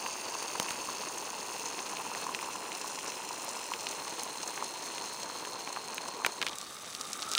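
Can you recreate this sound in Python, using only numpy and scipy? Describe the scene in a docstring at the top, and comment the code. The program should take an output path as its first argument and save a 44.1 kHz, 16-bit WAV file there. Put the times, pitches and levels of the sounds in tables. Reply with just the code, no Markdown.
"""Water boils in a small camping pot on a stove in the grass: open air, no room. From beside the pot,
steam bubbles plop low and burst into a fine fizz, coloured by the air inside; single snaps and the slaps
of thrown drops stand out. The microphone rises to the rim and, by about four seconds, over the mouth.
At about 6.4 seconds the boil gives way to hot water splashing into a mug: drops click, the pour swells,
and the air column rings higher as the mug fills."""
import sys
import numpy as np
from scipy import signal
from scipy.fft import rfft, irfft
from scipy.io import wavfile

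SR = 44100
rng = np.random.default_rng(int(sys.argv[2]) if len(sys.argv) > 2 else 0)


def output_pcm(signal):
    """Save a mono or channel-first signal as 16-bit PCM at the path in sys.argv[1].

    Samples are clipped to [-1, 1] before scaling.
    """
    pcm = np.clip(np.atleast_2d(signal).T, -1, 1) * 32767
    wavfile.write(sys.argv[1], SR, np.round(pcm).astype(np.int16))


N = 325458
TAPS = 2048  # length of each impulse response
HZ = np.fft.rfftfreq(TAPS, 1 / SR) + 1
TIME = np.arange(N) / SR
MUG_FROM_S, MUG_BY_S = 6.38, 6.56  # crossfade from pot to mug

# Large bubbles plopping. Each row: start in seconds, level in dB.
PLOPS = [(.064, -26), (.352, -25.5), (.424, -25), (.553, -23.5), (.888, -26.5), (1.035, -24.5),
         (1.639, -25), (2.116, -25.5), (2.266, -23.5), (2.292, -23), (2.427, -26), (2.556, -23),
         (2.844, -26.5), (3.308, -25.5), (3.718, -23.5), (4.577, -30), (4.625, -20), (5.675, -26),
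         (5.771, -22)]
# Bubble films snapping at the surface. Each row: start in seconds, level in dB, pitch in Hz.
SNAPS = [(.0625, -21.5, 1800), (.686, -23, 2000), (1.791, -22, 2500), (1.97, -22, 2600),
         (2.15, -21.5, 1490), (2.348, -13, 2800), (2.39, -23, 1800), (2.719, -21, 2600),
         (2.989, -20.5, 2620), (3.12, -22, 3000), (3.29, -21, 5500), (3.43, -22, 6000), (3.447, -18, 10000),
         (3.737, -15, 2620), (3.869, -15, 2880), (4.081, -24, 2310), (4.234, -14, 8000),
         (4.577, -21.5, 1600), (4.982, -20.5, 2500), (5.451, -22, 2500), (5.675, -22, 1800),
         (5.763, -22, 1404), (5.945, -18, 9500), (5.981, -17, 2450)]
# Drops of the pour. Each row: start in seconds, level in dB, pitch in Hz.
MUG_DROPS = [(6.478, -23, 2800), (6.485, -20, 3900), (6.495, -24, 3630), (6.532, -27, 3240),
             (6.585, -19, 6900), (6.614, -22, 6100), (6.95, -19, 4400), (7.012, -17, 5800),
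             (7.132, -15.5, 5770), (7.222, -19, 4500), (7.228, -18.5, 3860), (7.316, -15, 6000),
             (7.328, -23, 5200), (7.336, -15, 5430), (7.3515, -7.5, 3650), (7.372, -25, 4500),
             (7.379, -7.5, 3630)]
# Thrown drops landing. Each row: start in seconds, level in dB, slap pitch in Hz,
# slap width in octaves, gulp pitch in Hz, gulp delay in seconds.
SLAPS = [(.599, -6, 3800, 0.88, 647, .0012), (0.707, -13, 2900, 0.91, 605, .003),
         (6.2482, -7, 1710, .6, 1090, .0012), (6.2634, -2.5, 2400, 1.4, 1250, .002),
         (6.416, -13.5, 2680, .62, 1450, .0036), (6.4268, -12.5, 2680, .62, 1440, .0036),
         (6.4665, -12.5, 2680, 0.68, 1440, .0036)]
# How loud the boil sounds as the microphone moves. Each row: time in seconds, low bubbling gain in dB, fizz
# gain in dB.
BOIL_LEVELS = [(0, -44, -44), (.7, -42.5, -43), (1.4, -44, -44), (2.3, -42, -44.5), (2.8, -44.5, -44),
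               (4.9, -44, -45), (6.4, -44, -49.5)]
# The bubble swarm. Each row: pitch in Hz, bubbles a second in each band, spread of sizes in dB.
BUBBLE_SWARM = [(99, 400, 3), (440, 400, 2.5), (1123, 260, 3), (2565, 300, 3), (5860, 400, 4),
                (15000, 330, 2)]
# The microphone's rise. Each row: time in seconds, position (0 beside the pot, 1 at the rim, 2 above).
MIC_PATH = [(0, .05), (2.1, 0.5), (2.7, .9), (3.4, .8), (4.1, 1.6)]
# Broad tone of water in the pot. Each row: frequency in Hz, gain in dB.
POT_TONE = [(25, -17), (60, -21.5), (110, -13), (200, -5.5), (300, -1.5), (430, 1.5), (650, -1),
            (1100, -0.5), (1700, -6.5), (3500, -7.5), (6000, -7.5), (8000, -7.5), (10500, -15.5),
            (15500, -21.5)]
# Broad tone of water in the mug. Each row: frequency in Hz, gain in dB.
MUG_TONE = [(25, -12), (90, -8), (200, 1), (400, 0.5), (900, 1), (1600, -2.5), (2700, -3.5), (5500, -3),
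            (9000, -6), (15500, -15.5)]
# The pot's air resonances and the hollows between them. Each row: centre in Hz, width in Hz,
# then lift in dB beside the pot, at the rim and above the mouth.
POT_MODES = [(970, 266, 6, 6.5, 6), (2663, 360, 8, 5.5, 2), (3700, 640, -1.5, -3, 0),
             (4576, 430, -2.5, -4, -5.5), (5260, 190, 3, 5.5, 1), (6110, 500, 2, 6, 0.5),
             (6430, 370, 12, -2.5, 13), (6940, 340, 2.5, 5, -3), (8100, 950, -8, -3, -4),
             (8820, 950, 7, 4.5, 6), (14900, 550, 9, 9, 9)]
# The mug's air resonances and hollows. Each row: centre in Hz, width in Hz, lift in dB.
MUG_MODES = [(1000, 110, -6), (3730, 390, 6), (6140, 550, 3.5), (8100, 470, 4.5)]
# A band of fizz, lifted by the echo off the pot wall, slides as the microphone moves.
# Each row: time in seconds, centre in Hz, strength in dB.
WALL_ECHO = [(0, 4620, 10), (1.1, 4410, 5), (3.1, 4170, 1), (4, 4260, 6.5), (5.3, 4260, 11.5)]
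# The mug's air column rises as it fills. Each row: time in seconds, pitch in Hz, strength in dB.
MUG_AIR = [(6.5, 1160, 8.5), (6.9, 1190, 4.5), (7.2, 1234, 11.5), (7.38, 1330, 17)]
# A faint whistle glides up as the pour begins. Each row: time in seconds, pitch in Hz, strength in dB.
POUR_WHISTLE = [(6.5, 3600, -3), (6.58, 4050, 6), (6.68, 4600, 7), (6.74, 4800, -25)]


def gain_of(db):
    """Decibels to a factor."""
    return 10 ** (np.asarray(db) / 20)


def unit_rms(x):
    """Scales to rms 1."""
    return x / np.sqrt(np.mean(x ** 2) + 1e-20)


def at_pitch(points, hz, column=1):
    """Reads one column of a table along log frequency."""
    table = np.transpose(points)
    return np.interp(np.log(hz), np.log(table[0]), table[column])


def follow(points, column=1):
    """Turns one column of a table into an automation curve."""
    table = np.transpose(points)
    return np.interp(TIME, table[0], table[column])


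def add(mix, s, sound):
    """Lays a sound into the mix at s seconds."""
    part = mix[round(s * SR):][:len(sound)]
    part += sound[:len(part)]


def ring(db):
    """The minimum-phase impulse response of an EQ curve."""
    cepstrum = irfft(db * np.log(10) / 20)
    cepstrum[1:TAPS // 2] *= 2
    cepstrum[TAPS // 2 + 1:] = 0
    return irfft(np.exp(rfft(cepstrum)))


def through(x, response):
    """Passes a sound through an impulse response."""
    return signal.oaconvolve(x, response)[:len(x)]


def air_lift(modes, position=0):
    """The EQ curve (dB) of a vessel's air resonances at one microphone position."""
    return sum(lifts[position] * 2 ** -((2 * (HZ - hz) / width) ** 2) for hz, width, *lifts in modes)


def bubble(hz, octaves, low_skirt=17, high_skirt=36):
    """One bursting bubble, peak 1: a quick swing and a few dying cycles, its treble falling steeply."""
    distance = np.log2(HZ / hz) / octaves
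    skirt = np.where(distance < 0, low_skirt, high_skirt)
    pulse = ring(-skirt * np.log10(1 + 10 * distance ** 2 / skirt))
    return pulse / abs(pulse).max()


def spatter(pulse, share, decay_s):
    """Gives a pulse a brief tail of scatter from the surface and the walls."""
    t = np.arange(TAPS) / SR
    scatter = rng.standard_normal(TAPS) * (1 - np.exp(-t / 0.00045)) * np.exp(-t / decay_s)
    return pulse + share * through(pulse, scatter / np.linalg.norm(scatter))


def pop(s, db, pulse, tail, decay_s, air, in_pot_db=-3):
    """One bubble or drop with its spatter tail; in the pot it also rings the air there."""
    sound = spatter(pulse, tail, decay_s)
    if s < MUG_FROM_S:
        position = round(np.interp(s, *np.transpose(MIC_PATH)))
        sound = through(sound, ring(in_pot_db + air * air_lift(POT_MODES, position)))
    return gain_of(db) * sound


def plops(air_hz=1020, small_per_s=4, small_db=-30, scatter_db=1.5, scatter_octaves=0.29):
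    """Bubbles plop near the pitch of the air in the pot: large ones on cue, small ones at random."""
    out = np.zeros(N)
    chance = rng.random((60, 3))
    starts = np.cumsum(-np.log(1 - chance[:, 0])) / small_per_s
    large = [(s, db, air_hz) for s, db in PLOPS]
    small = [(s, small_db + scatter_db * size, air_hz * 2 ** (scatter_octaves * pitch))
             for s, (size, pitch) in zip(starts, 2 * chance[:, 1:] - 1) if s < MUG_FROM_S]
    for s, db, hz in large + small:
        add(out, s, pop(s, db, bubble(hz, octaves=0.23), tail=0.39, decay_s=0.0021, air=0.47))
    return out


def snaps():
    """The films of steam bubbles burst, short and bright."""
    out = np.zeros(N)
    for s, db, hz in SNAPS:
        add(out, s, pop(s, db, bubble(hz, octaves=0.58), tail=0.6, decay_s=0.0021, air=0.97))
    return out


def mug_drops():
    """Drops of the pour land in the mug with dry clicks."""
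    out = np.zeros(N)
    for s, db, hz in MUG_DROPS:
        click = bubble(hz, octaves=0.38, low_skirt=12, high_skirt=22)
        add(out, s, gain_of(db) * spatter(click, share=0.55, decay_s=0.0023))
    return out


def slaps(gulp_db=-8):
    """A thrown drop lands with a sharp slap; the hollow it makes answers with a lower, softer gulp."""
    out = np.zeros(N)
    for s, db, slap_hz, octaves, gulp_hz, delay_s in SLAPS:
        add(out, s, pop(s, db, bubble(slap_hz, octaves), tail=0.57, decay_s=0.0023, air=0.22))
        gulp = bubble(gulp_hz, octaves=0.75, low_skirt=12, high_skirt=42)
        add(out, s + delay_s, pop(s, db + gulp_db, gulp, tail=0.66, decay_s=0.0023, air=0.2))
    return out


def bursts(per_s, spread_db):
    """Random triggers of random size: many small, few large."""
    size = gain_of(spread_db * np.minimum(rng.exponential(1, N), 4.4))
    return unit_rms(size * rng.choice([-1, 1], N) * (rng.random(N) < per_s / SR))


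def spits(per_s=170, spread_db=4.5, swell_s=0.001):
    """Bursting films throw puffs of spray, a few milliseconds each, in three treble bands."""
    t = np.arange(TAPS) / SR
    puff = (t / swell_s) ** 2 * np.exp(-t / swell_s)
    out = np.zeros(N)
    for hz in np.geomspace(5500, 12000, num=3):
        power = through(bursts(per_s / 3, spread_db) ** 2, puff)
        spray = np.sqrt(abs(power)) * rng.standard_normal(N)
        out += np.sqrt(hz) * unit_rms(through(spray, bubble(hz, octaves=0.67)))
    return unit_rms(out)


def churn(depth_db, rate_hz=25):
    """Bubbles arrive in clumps, so their level flutters (dB)."""
    smoothing = signal.butter(2, rate_hz, fs=SR, output="sos")
    return depth_db * unit_rms(signal.sosfilt(smoothing, rng.standard_normal(N)))


def level_ride(column, pour_db, swell_db_per_s):
    """One layer's fader (dB): it follows the boil, then the pour starts thin and swells."""
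    pour = pour_db + swell_db_per_s * (TIME - MUG_BY_S)
    return np.where(TIME < MUG_BY_S, follow(BOIL_LEVELS, column), pour)


def seethe(wash_db=-8, spit_db=-7.5, spit_rise_db=2, crossover_hz=1900, fizz_trim_db=-0.5):
    """Bubbles of every size and the wash of the smallest, split into low bubbling and spitting fizz."""
    swarm = np.zeros(N)
    for hz in np.geomspace(60, 17000, num=24):
        triggers = bursts(at_pitch(BUBBLE_SWARM, hz), at_pitch(BUBBLE_SWARM, hz, column=2))
        swarm += np.sqrt(hz) * unit_rms(through(triggers, bubble(hz, octaves=0.33)))
    water = unit_rms(swarm) + gain_of(wash_db) * rng.standard_normal(N)
    low = signal.sosfilt(signal.butter(1, crossover_hz, fs=SR, output="sos"), water)
    # the spits come forward as the microphone clears the rim
    fizz = water - low + gain_of(spit_db + spit_rise_db * follow(MIC_PATH)) * spits()
    low_db = level_ride(column=1, pour_db=-49.5, swell_db_per_s=4) + churn(depth_db=1.29)
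    fizz_db = level_ride(column=2, pour_db=-50, swell_db_per_s=6) + churn(depth_db=0.5)
    return low * gain_of(low_db) + fizz * gain_of(fizz_db + fizz_trim_db)


def vessel(x, tone, modes, position=0):
    """A vessel colours the water with its broad tone and its air resonances."""
    return through(x, ring(at_pitch(tone, HZ) + air_lift(modes, position)))


def sweep(x, curve, half_width_hz):
    """The band a gliding resonance adds: shifted down to 0 Hz, low-passed and shifted back."""
    carrier = np.exp(2j * np.pi * np.cumsum(follow(curve)) / SR)
    lowpass = signal.butter(1, half_width_hz, fs=SR, output="sos")
    band = signal.sosfiltfilt(lowpass, x / carrier, padtype=None)
    return gain_of(follow(curve, column=2)) * 2 * (carrier * band).real


def boil_and_pour(pot_db=10, mug_db=7):
    """Seething water heard beside the pot, at its rim, over its mouth, and at last running into the mug."""
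    water = seethe()
    mic = follow(MIC_PATH)
    pot = np.zeros(N)
    for position in range(3):
        blend = np.maximum(1 - abs(mic - position), 0)
        pot += blend * vessel(water, POT_TONE, POT_MODES, position)
    pot += sweep(pot, WALL_ECHO, half_width_hz=135)
    mug = vessel(water, MUG_TONE, MUG_MODES)
    mug += sweep(mug, MUG_AIR, half_width_hz=85) + sweep(mug, POUR_WHISTLE, half_width_hz=70)
    crossfade = np.clip((TIME - MUG_FROM_S) / (MUG_BY_S - MUG_FROM_S), 0, 1)
    return (1 - crossfade) * gain_of(pot_db) * pot + crossfade * gain_of(mug_db) * mug


def scene():
    """The water and its single pops, mixed dry to mono."""
    return (boil_and_pour() + plops() + snaps() + slaps() + mug_drops())[None]


def record(dry, dip_db=-16, dip_hz=(11150, 12900), cutoff_hz=15900):
    """A narrow dip in the top treble, then a steep high cut."""
    dip_band = signal.firwin(255, dip_hz, pass_zero=False, fs=SR)
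    dipped = dry - (1 - gain_of(dip_db)) * signal.oaconvolve(dry, dip_band[None], "same")
    high_cut = signal.firwin(255, cutoff_hz, window=("kaiser", 9), fs=SR)
    return signal.oaconvolve(dipped, high_cut[None], "same")


dry = scene()
out = record(dry)
output_pcm(out)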